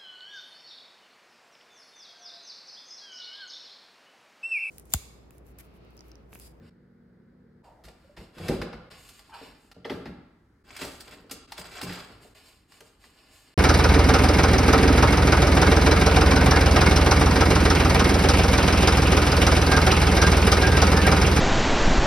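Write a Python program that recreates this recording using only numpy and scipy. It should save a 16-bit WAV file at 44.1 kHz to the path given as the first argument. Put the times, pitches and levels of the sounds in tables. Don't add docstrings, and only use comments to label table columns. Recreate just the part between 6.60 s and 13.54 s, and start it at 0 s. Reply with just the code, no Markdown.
import sys
import numpy as np
from scipy import signal
from scipy.fft import rfft, irfft, next_fast_len
from scipy.io import wavfile
from scipy.ndimage import uniform_filter1d

SR = 44100
rng = np.random.default_rng(int(sys.argv[2]) if len(sys.argv) > 2 else 0)


def unload_wav(signal):
    wavfile.write(
        sys.argv[1],
        SR,
        np.round(np.clip(np.atleast_2d(signal).T, -1, 1) * 32767).astype(np.int16),
    )


N = 306131
TIME = np.arange(N) / SR

# (start [s], level [dB])
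AIR_STEPS = [(0, -55), (0.101, -61), (1.03, -59.5), (2.3, -61), (3.139, -62.5), (4.035, -57.5), (4.87, -57),
             (5.744, -64)]


def undb(db):
    return 10 ** (np.asarray(db) / 20)


def unit(x):
    return x / np.sqrt(np.mean(x ** 2))


def on_log(hz, points):
    point_hz, value = np.transpose(points)
    return np.interp(np.log(np.maximum(hz, 1)), np.log(point_hz), value)


def colour(x, points):
    size = next_fast_len(len(x))
    gain = undb(on_log(np.fft.rfftfreq(size, 1 / SR), points))
    return irfft(rfft(x, size) * gain, size)[:len(x)]


def band(x, lo_hz, hi_hz, order=3):
    sos = signal.butter(order, [lo_hz, min(hi_hz, SR / 2 - 1)], "band", fs=SR, output="sos")
    return signal.sosfilt(sos, x)


def walk(rate_hz):
    size = int(SR / rate_hz)
    steps = np.repeat(rng.standard_normal(N // size + 1), size)
    return unit(uniform_filter1d(steps, size)[:N])


def fade(t60, rise):
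    t = TIME[:SR]
    return (1 - np.exp(-t / rise)) * np.exp(-np.log(1000) * t / t60)


def ring(modes, rise, detune):
    chance = rng.standard_normal((len(modes), 2))
    return sum(undb(db + stray_db) * fade(t60, rise)
               * np.sin(2 * np.pi * hz * (1 + detune * drift) * TIME[:SR])
               for (hz, db, t60), (drift, stray_db) in zip(modes, chance))


def burst(lo_hz, hi_hz, t60, rise):
    noise = band(rng.standard_normal(SR), lo_hz, hi_hz)
    return noise / np.sqrt(uniform_filter1d(noise ** 2, size=SR // 50)) * fade(t60, rise)


def add_hit(track, s, hit, db):
    start = max(int(s * SR), 0)
    attack_rms = np.sqrt(np.mean(hit[:SR // 50] ** 2))
    track[start:start + len(hit)] += hit[:N - start] * undb(db) / attack_rms


def grains(per_s, spread_db, size=N):
    size_db = spread_db * np.minimum(rng.exponential(size=size), 4)
    return (rng.random(size) < per_s / SR) * rng.choice([-1, 1], size) * undb(size_db)


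def stroke(s, rise, hold, db, release_db_per_s):
    speed = np.clip((TIME - s) / rise, 0, 1)
    fall_db = release_db_per_s * np.maximum(TIME - s - rise - hold, 0)
    end = min([step for step, _ in AIR_STEPS if step > s + .06] + [np.inf])
    return speed * undb(db - fall_db) * (TIME < end)


def rubbing(strokes, spectrum, release_db_per_s, per_s, spread_db, hiss_db, scrape_db):
    slips = colour(grains(per_s, spread_db), spectrum)
    gains = [(stroke(*shape, release_db_per_s), bright_db) for *shape, bright_db in strokes]
    layers = [(0.066, 317, 2500, scrape_db), (0.4, 2380, 5560, 0), (1, 6170, 14400, hiss_db)]
    out = np.zeros(N)
    for bright_share, lo_hz, hi_hz, db in layers:
        power = sum((gain * undb(db + bright_share * bright_db)) ** 2 for gain, bright_db in gains)
        out += unit(band(slips, lo_hz, hi_hz, order=5)) * np.sqrt(power)
    return out


def air():
    # (frequency [Hz], spectral level [dB])
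    lounge_spectrum = [(18, -66), (30, -20), (59, -5), (93, -8.5), (149, -16.5), (234, -7.5), (272, -12.5),
                       (485, -13), (623, -26.5), (1150, -32), (1500, -25), (2100, -33.5), (2600, -47),
                       (4900, -48), (5800, -55.5), (12000, -59), (15600, -59)]
    kitchen_spectrum = [(25, -4.5), (52, -1.5), (80, -3), (150, -11), (280, -7.5), (420, -14), (600, -28),
                        (1000, -24.5), (1600, -24), (2100, -28), (2600, -40.5), (5000, -42.5),
                        (15000, -51.5)]
    compressor_hz, compressor_db = 48.5, -71.5
    starts, air_db = np.transpose(AIR_STEPS)
    gain = undb(air_db[np.searchsorted(starts[1:], TIME)])
    lounge = unit(colour(rng.standard_normal(N), lounge_spectrum)) * gain
    for hum_hz, db in [(118.4, -69.5), (156, -64.5), (188.4, -62.5), (236.9, -62.5), (355.3, -76)]:
        lounge += np.sqrt(2) * undb(db) * np.sin(2 * np.pi * hum_hz * TIME + 1.96 * walk(7.82))
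    kitchen = unit(colour(rng.standard_normal(N), kitchen_spectrum)) * gain
    kitchen += np.sqrt(2) * undb(compressor_db) * np.sin(2 * np.pi * compressor_hz * TIME + walk(1.6))
    return np.where(TIME < starts[2], lounge, kitchen)


def shuffles():
    # (start [s], rise [s], hold [s], level [dB], resonance [Hz])
    rubs = [(0, 0.0029, 0.0089, -38, 126), (1.018, 0.026, 0.08, -50.5, 738),
            (1.157, 0.037, 0.024, -56, 655), (1.274, 0.0054, 0.0084, -46, 599),
            (5.6, 0.011, 0.015, -55, 500)]
    out = np.zeros(N)
    for s, rise, hold, db, hz in rubs:
        roughness = unit(band(rng.standard_normal(N), 4.7, 0.27 * hz, order=2))
        out += roughness * np.sin(2 * np.pi * hz * TIME) * stroke(s, rise, hold, db, release_db_per_s=288)
    return out


def cloth():
    # (start [s], rise [s], hold [s], level [dB], brightness [dB])
    moves = [(0, 0.084, 0.012, -62.5, -8), (1.035, 0.011, 0.025, -70, -1.5), (1.24, 0.0016, 0.0069, -60, 0),
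             (1.35, 0.11, .02, -70.5, -4), (1.563, 0.0052, 0.014, -54.5, -6.5),
             (2.3, 0.0033, 0.015, -49, -7), (2.35, 0.053, 0.13, -60.5, 5.5),
             (2.58, 0.024, 0.12, -63.5, -2.5), (2.733, 0.0081, 0.0092, -47.5, -9.5),
             (2.8, 0.032, 0.022, -51, -7.5), (2.95, 0.053, 0.055, -74, 5.5),
             (5.5, 0.013, 0.0068, -56.5, -8.5), (5.6, 0.028, 0.011, -62, 3.5),
             (5.742, 0.003, 0.032, -55.5, -1.5), (5.82, 0.044, 0.032, -58.5, 0.5),
             (6.07, 0.061, 0.022, -59.5, 2), (6.23, 0.034, .01, -66, 4), (6.38, 0.061, 0.0082, -58.5, 0.5),
             (6.48, 0.096, 0.11, -60.5, -4.5), (6.68, 0.061, 0.061, -61, 4), (6.8, 0.083, 0.14, -61, -5.5)]
    spectrum = [(400, -4.5), (1400, -5.5), (5000, 0), (8500, -3.5), (10500, -9), (15000, -9)]
    slips = rubbing(moves, spectrum, release_db_per_s=118, per_s=6000, spread_db=1, hiss_db=-2,
                    scrape_db=-1)
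    catches = rubbing(moves, spectrum, release_db_per_s=118, per_s=45, spread_db=1.5, hiss_db=-5,
                      scrape_db=1)
    swish = undb(1.2 * walk(18))
    return swish * (undb(-1) * slips + undb(-12.5) * catches)


def clicks():
    # (time [s], level [dB], brightness [dB], base t60 [s])
    contacts = [(1.238, -59, 2.5, 0.024), (1.251, -59, 5, 0.021), (1.284, -57.5, 0, 0.013),
                (1.568, -56, -5.5, 0.11), (1.781, -51.5, -1, 0.03), (1.8827, -37.5, 2.5, 0.028),
                (2.0151, -40, -5.5, 0.04), (2.128, -53, -8.5, 0.048), (2.4892, -54.5, 9, 0.025),
                (2.592, -55.5, 4.5, 0.028), (3.114, -55, 0, 0.03), (3.2492, -48.5, -8, 0.085),
                (3.2964, -44, -5.5, 0.12), (3.455, -51, -7.5, 0.076), (4.2144, -40, 1.5, 0.17),
                (4.711, -41, 11, 0.031), (4.92, -42.5, 1.5, 0.02), (5.2133, -38.5, 3.5, 0.035),
                (5.2944, -46, -5.5, 0.038), (5.322, -43, 0.5, 0.065), (5.374, -52.5, -7, 0.039),
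                (6.12, -59.5, -1.5, 0.0094), (6.2052, -52.5, 4, 0.014), (6.439, -60.5, -3, .025)]
    # (frequency [Hz], level [dB], t60 [s])
    plastic_modes = [(797, -1, 0.06), (1203, 4.5, 0.072), (1371, 6, 0.051), (2027, 6, 0.037),
                     (2854, 2.5, 0.028), (4400, -26, 0.021), (5147, 9.5, 0.017)]
    out = np.zeros(N)
    for s, db, bright_db, t60 in contacts:
        add_hit(out, s, burst(536, 2110, t60 * 1.48, rise=0.0018), db + 1 - bright_db)
        add_hit(out, s, burst(2130, 4970, t60 * 1.57, rise=0.0017), db + 0.5)
        add_hit(out, s, ring(plastic_modes, rise=0.0012, detune=0.013), db - 0.5 - 0.2 * bright_db)
        add_hit(out, s, burst(4140, 13200, t60 * 3.2, rise=0.00033), db - 6.5 + bright_db)
    return out


def door():
    # (time [s], liner knock [dB], panel thud [dB], boom [dB])
    blows = [(1.246, -53, -50.5, -44.5), (1.577, -47.5, -43.5, -41), (1.604, -46, -45, -55),
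             (1.769, -44, -55, -51), (1.801, -37, -34, -43), (1.833, -43, -36, -48),
             (1.857, -40.5, -45, -52), (1.889, -27.5, -43, -62), (1.897, -18.5, -27, -32),
             (1.933, -40, -33, -48), (1.988, -40, -36.5, -35), (2.022, -30, -49, -58),
             (2.141, -43.5, -59, -42)]
    # (frequency [Hz], level [dB], t60 [s])
    liner_modes = [(178, -2.5, 0.17), (224.3, -2, 0.14), (258, 10.5, 0.035), (338, 11.5, 0.044),
                   (383, -0.5, 0.11), (475, -4, 0.12), (485, 5, 0.043), (564, -7, 0.093), (791, -15, 0.23)]
    panel_modes = [(102.2, -2.5, 0.2), (133, -5, 0.11), (166.5, 2, 0.15)]
    boom_hz, boom_t60 = 54.6, 0.28
    out = np.zeros(N)
    for s, knock_db, thud_db, boom_db in blows:
        tilt_db_per_octave = 0.9 * (thud_db - knock_db)
        panel = [(hz, db - tilt_db_per_octave * np.log2(hz / panel_modes[0][0]), t60)
                 for hz, db, t60 in panel_modes]
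        add_hit(out, s, ring(liner_modes, rise=0.002, detune=0.0062), knock_db)
        add_hit(out, s, burst(192, 566, t60=0.28, rise=0.0072), knock_db - 8.5)
        add_hit(out, s, ring(panel, rise=0.0055, detune=0.0083), thud_db)
        add_hit(out, s, ring([(boom_hz, 0, boom_t60)], rise=0.0041, detune=0.0071), boom_db)
    return out


def hollow_tones():
    # (time [s], level [dB], pitch [Hz], t60 [s])
    touches = [(1.445, -58, 543, 0.087), (1.494, -53, 580, 0.081)]
    out = np.zeros(N)
    for s, db, hz, t60 in touches:
        add_hit(out, s, ring([(hz, 0, t60)], rise=0.002, detune=0.0033), db)
    return out


def seal():
    # (start [s], rise [s], hold [s], level [dB], brightness [dB])
    peel = [(1.725, 0.16, 0.054, -47, -1)]
    spectrum = [(500, 1), (1500, -5.5), (5000, -4), (15000, -17)]
    return rubbing(peel, spectrum, release_db_per_s=177, per_s=8100, spread_db=-0.5, hiss_db=-4,
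                   scrape_db=5.5)


def tray():
    # (start [s], rise [s], hold [s], level [dB])
    pushes = [(2.682, 0.012, 0.086, -51), (2.717, 0.019, 0.0036, -40)]
    # (frequency [Hz], width [Hz], level [dB])
    resonances = [(865, 200, 2.5), (1306, 92, -3.5), (1566, 72, -2.5), (2440, 90, -13), (3000, 120, -5.5)]
    chatter = grains(per_s=2300, spread_db=-6.5)
    push = sum(stroke(*shape, release_db_per_s=263) for shape in pushes)
    body = np.zeros(N)
    for hz, width, db in resonances:
        tone = unit(band(chatter, hz - width / 2, hz + width / 2, order=2))
        octaves_up = np.log2(hz / resonances[0][0])
        body += undb(db) * tone * (push / push.max()) ** octaves_up
    return body * push / np.sqrt(sum(undb(db) ** 2 for _, _, db in resonances))


def shelves():
    # (time [s], level [dB], pitch [Hz], cabinet relative to knock [dB])
    knocks = [(2.814, -43, 344, -18), (2.869, -53, 474, -9), (3.165, -48.5, 402, -4),
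              (3.252, -34, 504, -19), (3.302, -30, 317, -18), (3.317, -33.5, 405, -7),
              (3.367, -45, 302, 0.5), (3.459, -38, 275, -4), (3.49, -40, 257, -5), (3.54, -45, 235.6, -8),
              (4.213, -37, 280, -9.5), (4.244, -39, 628, -5.5), (4.522, -49.5, 373, -12),
              (4.564, -55.5, 348, -3.5), (4.642, -50, 385, -21), (4.713, -43, 340, -10.5),
              (4.986, -47.5, 500, -1.5), (5.228, -36.5, 314, -2), (5.262, -42, 280, 2.5),
              (5.305, -45, 332, -1), (5.502, -49, 515, -20), (5.65, -53, 483, -27), (6.205, -50, 585, -14),
              (6.439, -58, 380, -22)]
    # (frequency [Hz], level [dB], t60 [s])
    shelf_modes = [(232.5, -10, 0.35), (281.5, 7, 0.083), (335.7, -6.5, 0.19), (409.4, 1.5, 0.077),
                   (463.5, -1, 0.13), (499.6, -4, 0.12), (576, 8.5, 0.038), (620, -12, 0.033),
                   (910, -3, 0.07)]
    cabinet_modes = [(130.8, -6.5, 0.25), (163.6, -2, 0.23), (178, -2.5, 0.26)]
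    out = np.zeros(N)
    for s, db, pitch_hz, hollow_db in knocks:
        stirred = [(hz, mode_db - 9 * np.log2(hz / pitch_hz) ** 2, t60) for hz, mode_db, t60 in shelf_modes]
        add_hit(out, s, ring(stirred, rise=0.0032, detune=0.015), db)
        add_hit(out, s, burst(pitch_hz / 1.6, pitch_hz * 1.5, t60=0.055, rise=0.0014), db - 3)
        add_hit(out, s, ring(cabinet_modes, rise=0.0085, detune=0.012), db + hollow_db)
        add_hit(out, s, burst(48, 125, t60=0.33, rise=0.01), db + hollow_db - 5)
    return out


def jar():
    # (time [s], level [dB])
    clinks = [(3.246, -42), (3.296, -39)]
    # (frequency [Hz], level [dB], t60 [s])
    jar_modes = [(2040, -4, 0.05), (3030, -5, 0.028), (3324, -2, 0.028), (3440, -12, 0.029)]
    out = np.zeros(N)
    for s, db in clinks:
        add_hit(out, s, ring(jar_modes, rise=0.0021, detune=0.0018), db)
    return out


def bags():
    # (start [s], rise [s], hold [s], level [dB], brightness [dB])
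    tugs = [(4.036, 0.062, 0.13, -57, -0.5), (4.186, 0.012, 0.031, -45, 4.5),
            (4.305, 0.024, 0.13, -64, 8.5), (4.463, 0.027, 0.047, -55, -1),
            (4.694, 0.0035, 0.01, -53.5, -2), (4.87, 0.035, 0.014, -59.5, -1.5),
            (4.965, 0.0094, 0.028, -48.5, 1), (5.012, 0.019, 0.13, -53, 3),
            (5.147, 0.041, 0.024, -45, -3.5), (5.254, 0.022, 0.095, -47.5, 1)]
    # (frequency [Hz], gain [dB])
    spectrum = [(400, 2), (900, 0), (1360, 0), (2000, -2.5), (2800, -6), (3700, -7), (4900, -5.5),
                (6000, -11), (7500, -9), (10500, -20.5), (13000, -17.5), (15500, -20)]
    release_db_per_s = 140
    film = rubbing(tugs, spectrum, release_db_per_s, per_s=2100, spread_db=0, hiss_db=-5.5, scrape_db=2.5)
    edges = np.geomspace(1100, 15000, 7)
    facets = sum(band(grains(per_s=28, spread_db=2), lo, hi, order=2) for lo, hi in zip(edges, edges[1:]))
    pull = np.sqrt(sum(stroke(*shape, release_db_per_s) ** 2 for *shape, _ in tugs))
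    flurries = undb(3 * walk(80))
    return undb(-1) * film * flurries + undb(-3) * unit(colour(facets, spectrum)) * pull


def creases():
    # (time [s], level [dB], brightness [dB], t60 [s])
    buckles = [(4.1047, -50.5, -11, 0.028), (4.163, -39.5, 1, 0.072), (4.227, -50, -5, 0.065),
               (4.249, -45, 4, .06), (4.405, -43.5, 3, 0.058), (4.5094, -53, 3, 0.028),
               (4.978, -43, 3.5, 0.053), (4.9922, -43.5, 5, 0.05), (5.0116, -41.5, -3, 0.036),
               (5.1244, -50, -8, 0.053), (5.136, -52, -2, 0.048), (5.167, -48, -15, 0.035),
               (5.1839, -53, -9, 0.039), (5.2298, -38, 2.5, 0.067), (5.245, -49, 5, 0.027),
               (5.28, -50, -9, 0.027)]
    out = np.zeros(N)
    for s, db, bright_db, t60 in buckles:
        snaps = grains(per_s=2600, spread_db=2.2, size=SR) * fade(t60, rise=0.0012)
        facet_hz = 2990 * 2 ** (0.84 * rng.uniform(-0.99, 1))
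        add_hit(out, s, band(snaps, facet_hz / 0.99, facet_hz * 1.13, order=1), db - 7.5)
        add_hit(out, s, band(snaps, 770, 3160), db - 5.5 - 0.57 * bright_db)
        add_hit(out, s, band(snaps, 3260, 5370), db - 5.5)
        add_hit(out, s, band(snaps, 6850, 9760), db - 9.5 + bright_db)
        add_hit(out, s, band(snaps, 12000, 15000), db - 16.5 + 2 * bright_db)
    return out


def whiten(response):
    spectrum = rfft(response, 2 * SR)
    power = np.abs(spectrum) ** 2
    smooth_power = uniform_filter1d(power, size=160) + 1e-4 * np.mean(power)
    return unit(irfft(spectrum / np.sqrt(smooth_power))[:SR])


def room(x, early_db, late_db):
    # (frequency [Hz], t60 [s])
    decay = [(60, 1.83), (250, 0.35), (1000, 1.04), (3000, 0.8), (6000, 0.47), (14000, 0.2)]
    # (frequency [Hz], gain [dB])
    tone = [(50, -12), (200, -1), (1000, -4), (4000, -7.5), (8000, -5), (14000, -11)]
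    edges = np.geomspace(30, 20000, 10)
    late = sum(band(rng.standard_normal(SR), lo, hi) * fade(on_log(np.sqrt(lo * hi), decay), rise=0.00053)
               for lo, hi in zip(edges, edges[1:]))
    early = rng.standard_normal(SR) * fade(t60=0.057, rise=0.0003)
    response = undb(early_db) * unit(early) + undb(late_db) * unit(late)
    flat = whiten(response) * np.std(response) / np.sqrt(SR)
    return signal.fftconvolve(x, colour(flat, tone))[:N]


def placed(x, early_db, late_db):
    return np.array([undb(-4) * x + room(x, early_db, late_db), room(x, early_db, late_db)])


def scene():
    # (frequency [Hz], gain [dB])
    width = [(60, -27.5), (125, -25.5), (250, -15), (500, -5.5), (1000, -3.5), (2000, -6.5), (4800, 2),
             (7000, -7), (14000, -29)]
    mid, side = (placed(door() + hollow_tones(), early_db=-20, late_db=-8)
                 + placed(shelves() + tray() + shuffles(), early_db=-10, late_db=-7)
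                 + placed(clicks(), early_db=-5.5, late_db=-4.5)
                 + placed(jar(), early_db=-3.5, late_db=-10)
                 + placed(bags() + creases() + seal(), early_db=-1.5, late_db=-12)
                 + placed(cloth(), early_db=-1.5, late_db=-17.5)
                 + np.array([air(), air()]))
    side = colour(side, width)
    return np.array([mid + side, mid - side])


def record(dry):
    low_cut_hz, high_cut_hz = 34, 15900
    dips = np.prod([1 - .7 * np.exp(-((TIME - s) / .006) ** 4) for s, _ in AIR_STEPS[1:]], axis=0)
    thinned = signal.sosfilt(signal.butter(2, low_cut_hz, "high", fs=SR, output="sos"), dry * dips)
    return signal.sosfilt(signal.ellip(8, .2, 70, high_cut_hz, fs=SR, output="sos"), thinned)


dry = scene()
out = record(dry)
unload_wav(out)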